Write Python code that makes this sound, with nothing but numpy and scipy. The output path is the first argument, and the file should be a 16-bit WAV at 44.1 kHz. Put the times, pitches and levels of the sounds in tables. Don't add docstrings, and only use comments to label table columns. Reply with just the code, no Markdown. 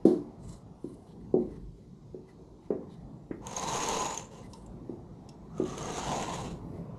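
import sys
import numpy as np
from scipy import signal
from scipy.fft import rfft, irfft
from scipy.io import wavfile
from scipy.ndimage import uniform_filter1d

SR = 44100
rng = np.random.default_rng(int(sys.argv[2]) if len(sys.argv) > 2 else 0)


def put_to_file(sound):
    columns = np.atleast_2d(sound).T
    safe = np.clip(columns, -1, 1)
    whole_steps = np.round(safe * 32767)
    wavfile.write(sys.argv[1], SR, whole_steps.astype(np.int16))


N = 308160
TIME_S = np.arange(N) / SR
FFT_HZ = np.fft.rfftfreq(N, 1 / SR)

# start_s, level_db, board_hz, heel_corner_hz, sole_slap_db and scuff_db (relative to the step)
STEPS = [(.052, -13, 345, 590, -39, -34), (0.842, -32.5, 342, 400, -41.5, -37),
         (1.340, -17.5, 368, 870, -55, -60), (2.144, -36.5, 385, 660, -41, -52),
         (2.7038, -23, 400, 1020, -31, -56), (3.309, -31, 315, 1860, -26.5, -56),
         (4.893, -32.5, 352, 543, -34, -41), (5.598, -23.5, 354, 750, -29, -55)]
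# freq_hz, level_db
THUD = [(40, -63), (130, -10), (225, 3.5), (330, 0.5), (480, -1), (620, -5), (800, -10), (1100, -18.5),
        (1400, -34), (2500, -56), (8000, -68)]
# freq_hz, level_db, t60_s
FLOOR_MODES = [(171, -30, 0.3), (231.8, -13, 0.26), (293, -19.5, 0.37), (374.6, -19, 0.35),
               (430, -14, 0.12), (504, -23.5, 0.18), (637, -23.5, 0.22), (750, -17, 0.064),
               (889, -38, 0.18), (1040, -35, 0.12)]
# start_s, level_db, pitch_hz
FLOOR_SAGS = [(1.601, -43, 52.7), (1.66, -45, 46)]

# start_s, length_s, side, scrape_db, chatter_db, rolling_db, glider_pitch_factor
SLIDES = [(3.406, 0.89, "left", -32.5, -45.5, -41.5, .975), (4.267, 0.2, "left", -55, -76, -55.5, 1.1),
          (5.48, 1.134, "right", -38.5, -47, -39, 0.957)]
# freq_hz, level_db
LEFT_RAIL = [(60, -4.5), (170, 13), (480, 11.5), (650, 12), (900, 14), (1080, 8), (1200, 7.5), (1500, 0),
             (2900, 2.5), (5200, -2), (6500, 5), (8000, -4.5), (11500, -13.5), (14000, -24)]
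RIGHT_RAIL = [(60, 4.5), (170, 20.5), (450, 16.5), (760, 15), (1000, -2.5), (1300, 10.5), (1650, 2.5),
              (2400, 5), (2950, 7.5), (4800, 0), (7000, 5.5), (8500, -3), (11500, -14), (14000, -37)]
# freq_hz, width_hz, gain_db (over the exciting sound)
RAIL_MODES = [(480, 8.3, 10), (770, 11, -9), (814, 16, 2.5), (916, 9.2, 13.5), (1011, 40, 10.5),
              (1940, 95, -7), (2740, 150, -7), (3980, 300, -6), (9240, 360, -13)]
# freq_hz, level_db
LEFT_ROLL = [(150, -13), (380, -6), (480, 10), (620, -11), (800, 1.5), (1060, -5.5), (1200, -11),
             (1600, -8.5), (4000, -66)]
RIGHT_ROLL = [(150, -14), (430, 1.5), (600, -9.5), (770, -3), (1060, -4.5), (1250, -10.5), (1600, -24),
              (4000, -43)]
# freq_hz, width_hz, gain_db
GLIDER_MODES = [(6565, 128, -0.5), (6490, 190, -21), (6940, 74, -20), (7260, 84, -15)]
GLIDER_COUNT = 6
SCRAPE_POWER, CHATTER_POWER, ROLL_POWER = 1.45, 1.52, 1.05
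CROWDING_SHARE = 0.15
ROLL_WIDTH_HZ, ROLL_PEAK_DB = 290, 3.5

# start_s, level_db, ring_gain_db
CLACKS = [(3.4692, -32.5, 25), (3.5117, -40, 7), (3.558, -47, 20), (3.565, -31, 29), (3.596, -34, 27),
          (3.887, -26, 24), (4.1453, -31, 16), (4.1753, -29.5, 26.5), (5.581, -48, 24), (5.6378, -45, 25),
          (5.6788, -45, 14), (5.78, -36, 18), (5.827, -41, 25)]
# freq_hz, level_db
CLICK = [(150, -25), (900, 16.5), (1500, -10.5), (3000, 13), (5500, 3), (8000, 10.5), (11500, 1),
         (14000, -12)]
# start_s, peak_db, ring_hz
TICKS = [(4.5339, -39.5, 5360), (4.6622, -50, 7400), (5.29, -40.5, 5400)]
RATTLE_S = 0.0014
SLACK_SHARE, SLACK_PER_S, SLACK_DB, SLACK_RING_DB = 0.33, 20, -3, 12

# middle_s, length_s, level_db, brightest_hz
SWISHES = [(.51, .13, -59.5, 7500), (.93, 0.22, -70, 9300), (1.108, 0.056, -68.5, 3520),
           (1.424, 0.06, -71, 2270), (1.54, 0.15, -69, 1790), (2.3, 0.035, -67.5, 1980),
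           (2.654, .06, -71, 2360), (2.93, 0.056, -65, 3530), (4.451, 0.04, -62, 2050),
           (4.57, 0.18, -67, 8760), (6.79, 0.13, -72.5, 1940)]
# freq_hz, level_db
CLOTH = [(300, -10), (1000, 20), (1500, 5.5), (2700, -2.5), (4000, 5), (8500, -2), (11000, 0.5),
         (13000, -17.5)]
# freq_hz, width_hz, gain_db (over the rustle)
RUSTLE_TONES = [(2010, 62, 6.5), (2960, 83, 6), (3990, 160, -2), (8120, 200, -1)]
RUSTLES_PER_S, RUSTLE_S, RUSTLE_DB, RUSTLE_LOW_HZ, RUSTLE_HIGH_HZ = 1.6, 0.1, -77, 1680, 2600

# time_s, rumble_db, wash_db
TOWN_SHUT = [(0.25, -52, -58.5), (0.79, -57.5, -64.5), (1.44, -46.5, -65), (1.72, -53, -72.5),
             (3.04, -53.5, -61), (3.4, -48.5, -66)]
TOWN_OPEN = [(4.4, -53, -60.5), (5.5, -48.5, -59.5), (6.5, -43, -56.5), (6.99, -47, -54)]
# freq_hz, level_db
RUMBLE = [(20, -39), (35, -14.5), (48, 7), (75, -5.5), (110, 3), (170, 4.5), (280, -4), (400, -5.5),
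          (600, -25), (1200, -54.5)]
WASH = [(150, -5), (450, 1), (620, 0), (800, -1.5), (930, -2), (1060, -6), (1250, -13.5), (1600, -23.5),
        (2000, -22), (2600, -31), (9000, -60)]
HISS = [(100, 14), (2000, -1), (2800, 0), (4000, 4.5), (6500, 2), (10000, -7.5), (12000, -11), (14000, -61)]

# freq_hz, t60_s
ROOM = [(100, 0.47), (400, 0.35), (1000, 0.4), (4000, 0.31), (12000, 0.13)]
EDGE_HZ = 14600


def footsteps(ring_db=-4.0, ring_growth=0.28, wet_db=-6, wet_growth=0.12,
              echo_s=0.021, echo_share=0.5, echo_db=-12, scuff_t60_s=0.4, sole_s=0.018,
              contact_s=0.0019, board_width_hz=60, board_db=7):
    t = np.arange(SR // 2) / SR
    out = np.zeros(N)
    push = colour(signal.unit_impulse(len(t)), THUD)
    modes = sum(amp(db) * np.sin(2 * np.pi * hz * t) * t60_decay(t, t60_s)
                for hz, db, t60_s in FLOOR_MODES)
    landing = 1 - np.exp(-(t / contact_s) ** 2)
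    sole_band = signal.butter(3, [650, 2200], "bandpass", fs=SR, output="sos")
    heaviest_db = max(row[1] for row in STEPS)
    for start_s, level_db, board_hz, corner_hz, sole_db, scuff_db in STEPS:
        lightness_db = level_db - heaviest_db
        boom = push + resonate(push, [(board_hz, board_width_hz, board_db)])
        slap = evened(signal.sosfilt(sole_band, rng.standard_normal(len(t)))) * np.exp(-t / sole_s)
        ringing = amp(ring_db + ring_growth * lightness_db) * modes
        blow = (boom / abs(boom).max() + ringing + amp(sole_db) * slap) * landing
        step = signal.lfilter(*signal.butter(2, corner_hz, fs=SR), blow)
        step = signal.lfilter(*signal.butter(2, 140, "highpass", fs=SR), step)
        step *= amp(level_db + 7) / abs(step).max()
        scuff = colour(rng.standard_normal(len(t)), CLOTH) * t60_decay(t, scuff_t60_s)
        heard = step + amp(level_db + scuff_db) * scuff
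        delay_s = echo_s * (1 + echo_share * rng.random())
        add(heard, delay_s, amp(echo_db) * step)
        add(out, start_s, room(heard, wet_db + wet_growth * lightness_db))
    for start_s, level_db, hz in FLOOR_SAGS:
        swell = t / 0.03 * np.exp(1 - t / 0.03)
        add(out, start_s, amp(level_db) * np.sin(2 * np.pi * hz * t) * swell)
    return out


def curtain(side, rail, roll, jerk_db, chatter_per_s, unlike_share, patchy_db, skew,
            bunched_db, first_hz, last_hz, roll_skew):
    jerk = amp(jerk_db * wander(rate_hz=31.0))
    slips = impacts(per_s=5000, spread_db=3.5)
    scrape = evened(patchy(colour(slips + resonate(slips, RAIL_MODES), rail), patchy_db))
    rolling = evened(patchy(noise(roll), depth_db=6.5, patch_s=0.36, patch_hz=170))
    taps = impacts(per_s=chatter_per_s, spread_db=3)
    owner = rng.integers(GLIDER_COUNT, size=N)
    out = np.zeros(N)
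    for start_s, length_s, which, scrape_db, chatter_db, roll_db, pitch in SLIDES:
        if which != side:
            continue
        on = (TIME_S > start_s) & (TIME_S < start_s + length_s)
        progress = (TIME_S[on] - start_s) / length_s
        speed = np.sin(np.pi * progress ** skew)
        out[on] += amp(scrape_db) * speed ** SCRAPE_POWER * scrape[on]

        crowding = pitch * (1 + CROWDING_SHARE * progress ** 3)
        chatter = sum(ring(taps[on] * (owner[on] == k), crowding * (1 + unlike_share * offset))
                      for k, offset in enumerate(np.linspace(-1, 1, GLIDER_COUNT)))
        chatter_gain = amp(chatter_db + bunched_db * progress ** 2)
        out[on] += chatter_gain * speed ** CHATTER_POWER * evened(chatter)

        note_hz = first_hz + (last_hz - first_hz) * progress
        hollow = rolling[on] + amp(ROLL_PEAK_DB) * glide(rolling[on], note_hz, ROLL_WIDTH_HZ)
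        roll_speed = np.sin(np.pi * progress ** roll_skew)
        out[on] += amp(roll_db) * roll_speed ** ROLL_POWER * evened(hollow)
    return out * jerk


def clacks(trim_db=-2.5, pitch=0.98, tick_s=0.0052, tick_width_hz=550, tick_ring_db=20, rail_db=11):
    t = np.arange(SR // 20) / SR
    out = np.zeros(N)
    for start_s, peak_db, hz in TICKS:
        click = colour(rng.standard_normal(len(t)) * np.exp(-t / tick_s), CLICK)
        tick = click + resonate(click, [(hz, tick_width_hz, tick_ring_db)])
        tick = tick + amp(rail_db) * resonate(click, RAIL_MODES)
        add(out, start_s, amp(peak_db) * tick / abs(tick).max())
    for start_s, level_db, ring_db in list(CLACKS) + slack_knocks():
        click = colour(rng.standard_normal(len(t)) * np.exp(-t / RATTLE_S), CLICK)
        add(out, start_s, amp(level_db + trim_db) * (click + amp(ring_db) * ring(click, pitch)))
    return out


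def slack_knocks(lag_s=0.081, swell_db=-19, spread_db=3):
    rows = []
    for start_s, length_s, _, scrape_db, *_ in SLIDES:
        for k, (jitter, strength) in enumerate(rng.random(size=(16, 2))):
            after_s = (k + jitter) / SLACK_PER_S
            slack = 1 - after_s / (SLACK_SHARE * length_s)
            if slack > 0:
                level_db = scrape_db + SLACK_DB + swell_db * slack + spread_db * (2 * strength - 1)
                rows.append((start_s + lag_s + after_s, level_db, SLACK_RING_DB))
    return rows


def ring(x, factor=1.0):
    out = sum(amp(db) * glide(x, hz * factor, width_hz) for hz, width_hz, db in GLIDER_MODES)
    return signal.sosfilt(signal.butter(2, [5700, 8000], "bandpass", fs=SR, output="sos"), out)


def cloth(grain_db=2, width_share=0.21, bright_db=11):
    rub = noise(CLOTH) * amp(grain_db * wander(rate_hz=37))
    rub = rub + resonate(rub, RUSTLE_TONES)
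    out = np.zeros(N)
    rows = list(SWISHES)
    for k, (jitter, height) in enumerate(rng.random(size=(40, 2))):
        middle_s = (k + jitter) / RUSTLES_PER_S
        hz = RUSTLE_LOW_HZ * (RUSTLE_HIGH_HZ / RUSTLE_LOW_HZ) ** height
        if middle_s < N / SR:
            rows.append((middle_s, RUSTLE_S, RUSTLE_DB, hz))
    for middle_s, length_s, level_db, hz in rows:
        near = abs(TIME_S - middle_s) < 1.5 * length_s
        swish = evened(rub[near] + resonate(rub[near], [(hz, hz * width_share, bright_db)]))
        swell = np.exp(-np.pi * ((TIME_S[near] - middle_s) / length_s) ** 2)
        out[near] += amp(level_db) * swish * swell
    return out


def town(rumble_trim_db=2, wash_trim_db=2, hiss_db=-76):
    time_s, rumble_db, wash_db = np.vstack([TOWN_SHUT, TOWN_OPEN]).T
    unrest_db = 1.62 * wander(rate_hz=4.7)
    rumble = noise(RUMBLE) * amp(np.interp(TIME_S, time_s, rumble_db) + rumble_trim_db + unrest_db)
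    wash = noise(WASH) * amp(np.interp(TIME_S, time_s, wash_db) + wash_trim_db)
    return rumble + wash + amp(hiss_db) * noise(HISS)


def room(x, wet_db, delay_s=0.0043):
    hz, t, z = signal.stft(rng.standard_normal(SR // 2), SR, nperseg=256)
    decay = t60_decay(t, read(ROOM, hz)[:, None])
    tail = signal.istft(z * decay, SR, nperseg=256)[1]
    tail *= np.clip(np.arange(len(tail)) / SR / delay_s - 1, 0, 1)
    return x + amp(wet_db) * signal.fftconvolve(x, tail / np.linalg.norm(tail))[:len(x)]


def patchy(x, depth_db, patch_s=0.078, patch_hz=500):
    z = signal.stft(x, nperseg=512, noverlap=384)[2]
    field = uniform_filter1d(rng.standard_normal(z.shape), max(round(patch_hz * 512 / SR), 1), axis=0)
    field = evened(uniform_filter1d(field, max(round(patch_s * SR / 128), 1), axis=1))
    return signal.istft(z * amp(depth_db * field), nperseg=512, noverlap=384)[1][:N]


def glide(x, hz, width_hz):
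    turn = np.exp(2j * np.pi * np.cumsum(hz * np.ones(len(x))) / SR)
    r = np.exp(-np.pi * width_hz / SR)
    return 2 * (turn * signal.lfilter([1 - r], [1, -r], x / turn)).real


def resonate(x, modes):
    return sum(amp(db) * signal.lfilter(*signal.iirpeak(hz, hz / width_hz, SR), x)
               for hz, width_hz, db in modes)


def impacts(per_s, spread_db):
    size = amp(spread_db * np.minimum(rng.exponential(1, N), 4))
    return evened(size * rng.choice([-1, 1], N) * (rng.random(N) < per_s / SR))


def colour(x, points):
    log_gain = np.log(amp(read(points, abs(np.fft.fftfreq(4096, 1 / SR)))))
    taps = np.fft.ifft(np.exp(np.conj(signal.hilbert(log_gain)))).real
    taps = taps[:len(taps) // 2]
    return signal.fftconvolve(x, taps / np.linalg.norm(taps))[:len(x)]


def noise(points):
    return evened(colour(rng.standard_normal(N), points))


def wander(rate_hz):
    return evened(irfft(rfft(rng.standard_normal(N)) / (1 + (FFT_HZ / rate_hz) ** 4), N))


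def t60_decay(t, t60_s):
    return np.exp(-np.log(1000) * t / t60_s)


def amp(db):
    return 10 ** (np.asarray(db) / 20)


def evened(x):
    return x / np.sqrt(np.mean(x ** 2) + 1e-20)


def read(points, hz):
    f, value = np.transpose(points)
    return np.interp(np.log(hz + 1), np.log(f + 1), value)


def add(mix, start_s, sound):
    part = mix[max(round(start_s * SR), 0):][:len(sound)]
    part += sound[:len(part)]


def scene():
    left = curtain("left", LEFT_RAIL, LEFT_ROLL, jerk_db=1.66, chatter_per_s=280, unlike_share=0.005,
                   patchy_db=1.5, skew=1.005, bunched_db=9, first_hz=1050, last_hz=830, roll_skew=0.71)
    right = curtain("right", RIGHT_RAIL, RIGHT_ROLL, jerk_db=1.78, chatter_per_s=500, unlike_share=0.049,
                    patchy_db=2.2, skew=1.2, bunched_db=-14, first_hz=1166, last_hz=420, roll_skew=0.96)
    curtains = room(left + right + clacks(), wet_db=-12.0)
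    clothes = patchy(cloth(), depth_db=2.0, patch_s=0.089, patch_hz=298.5)
    murmur = patchy(town(), depth_db=2.45, patch_s=0.15, patch_hz=170)
    return (footsteps() + curtains + clothes + murmur)[None]


def record(dry):
    dull = signal.sosfilt(signal.butter(6, 12500, fs=SR, output="sos"), dry)
    band_limit = signal.firwin(511, EDGE_HZ, window=("kaiser", 9), fs=SR)
    return signal.oaconvolve(dull, band_limit[None], "same")


dry = scene()
out = record(dry)
put_to_file(out)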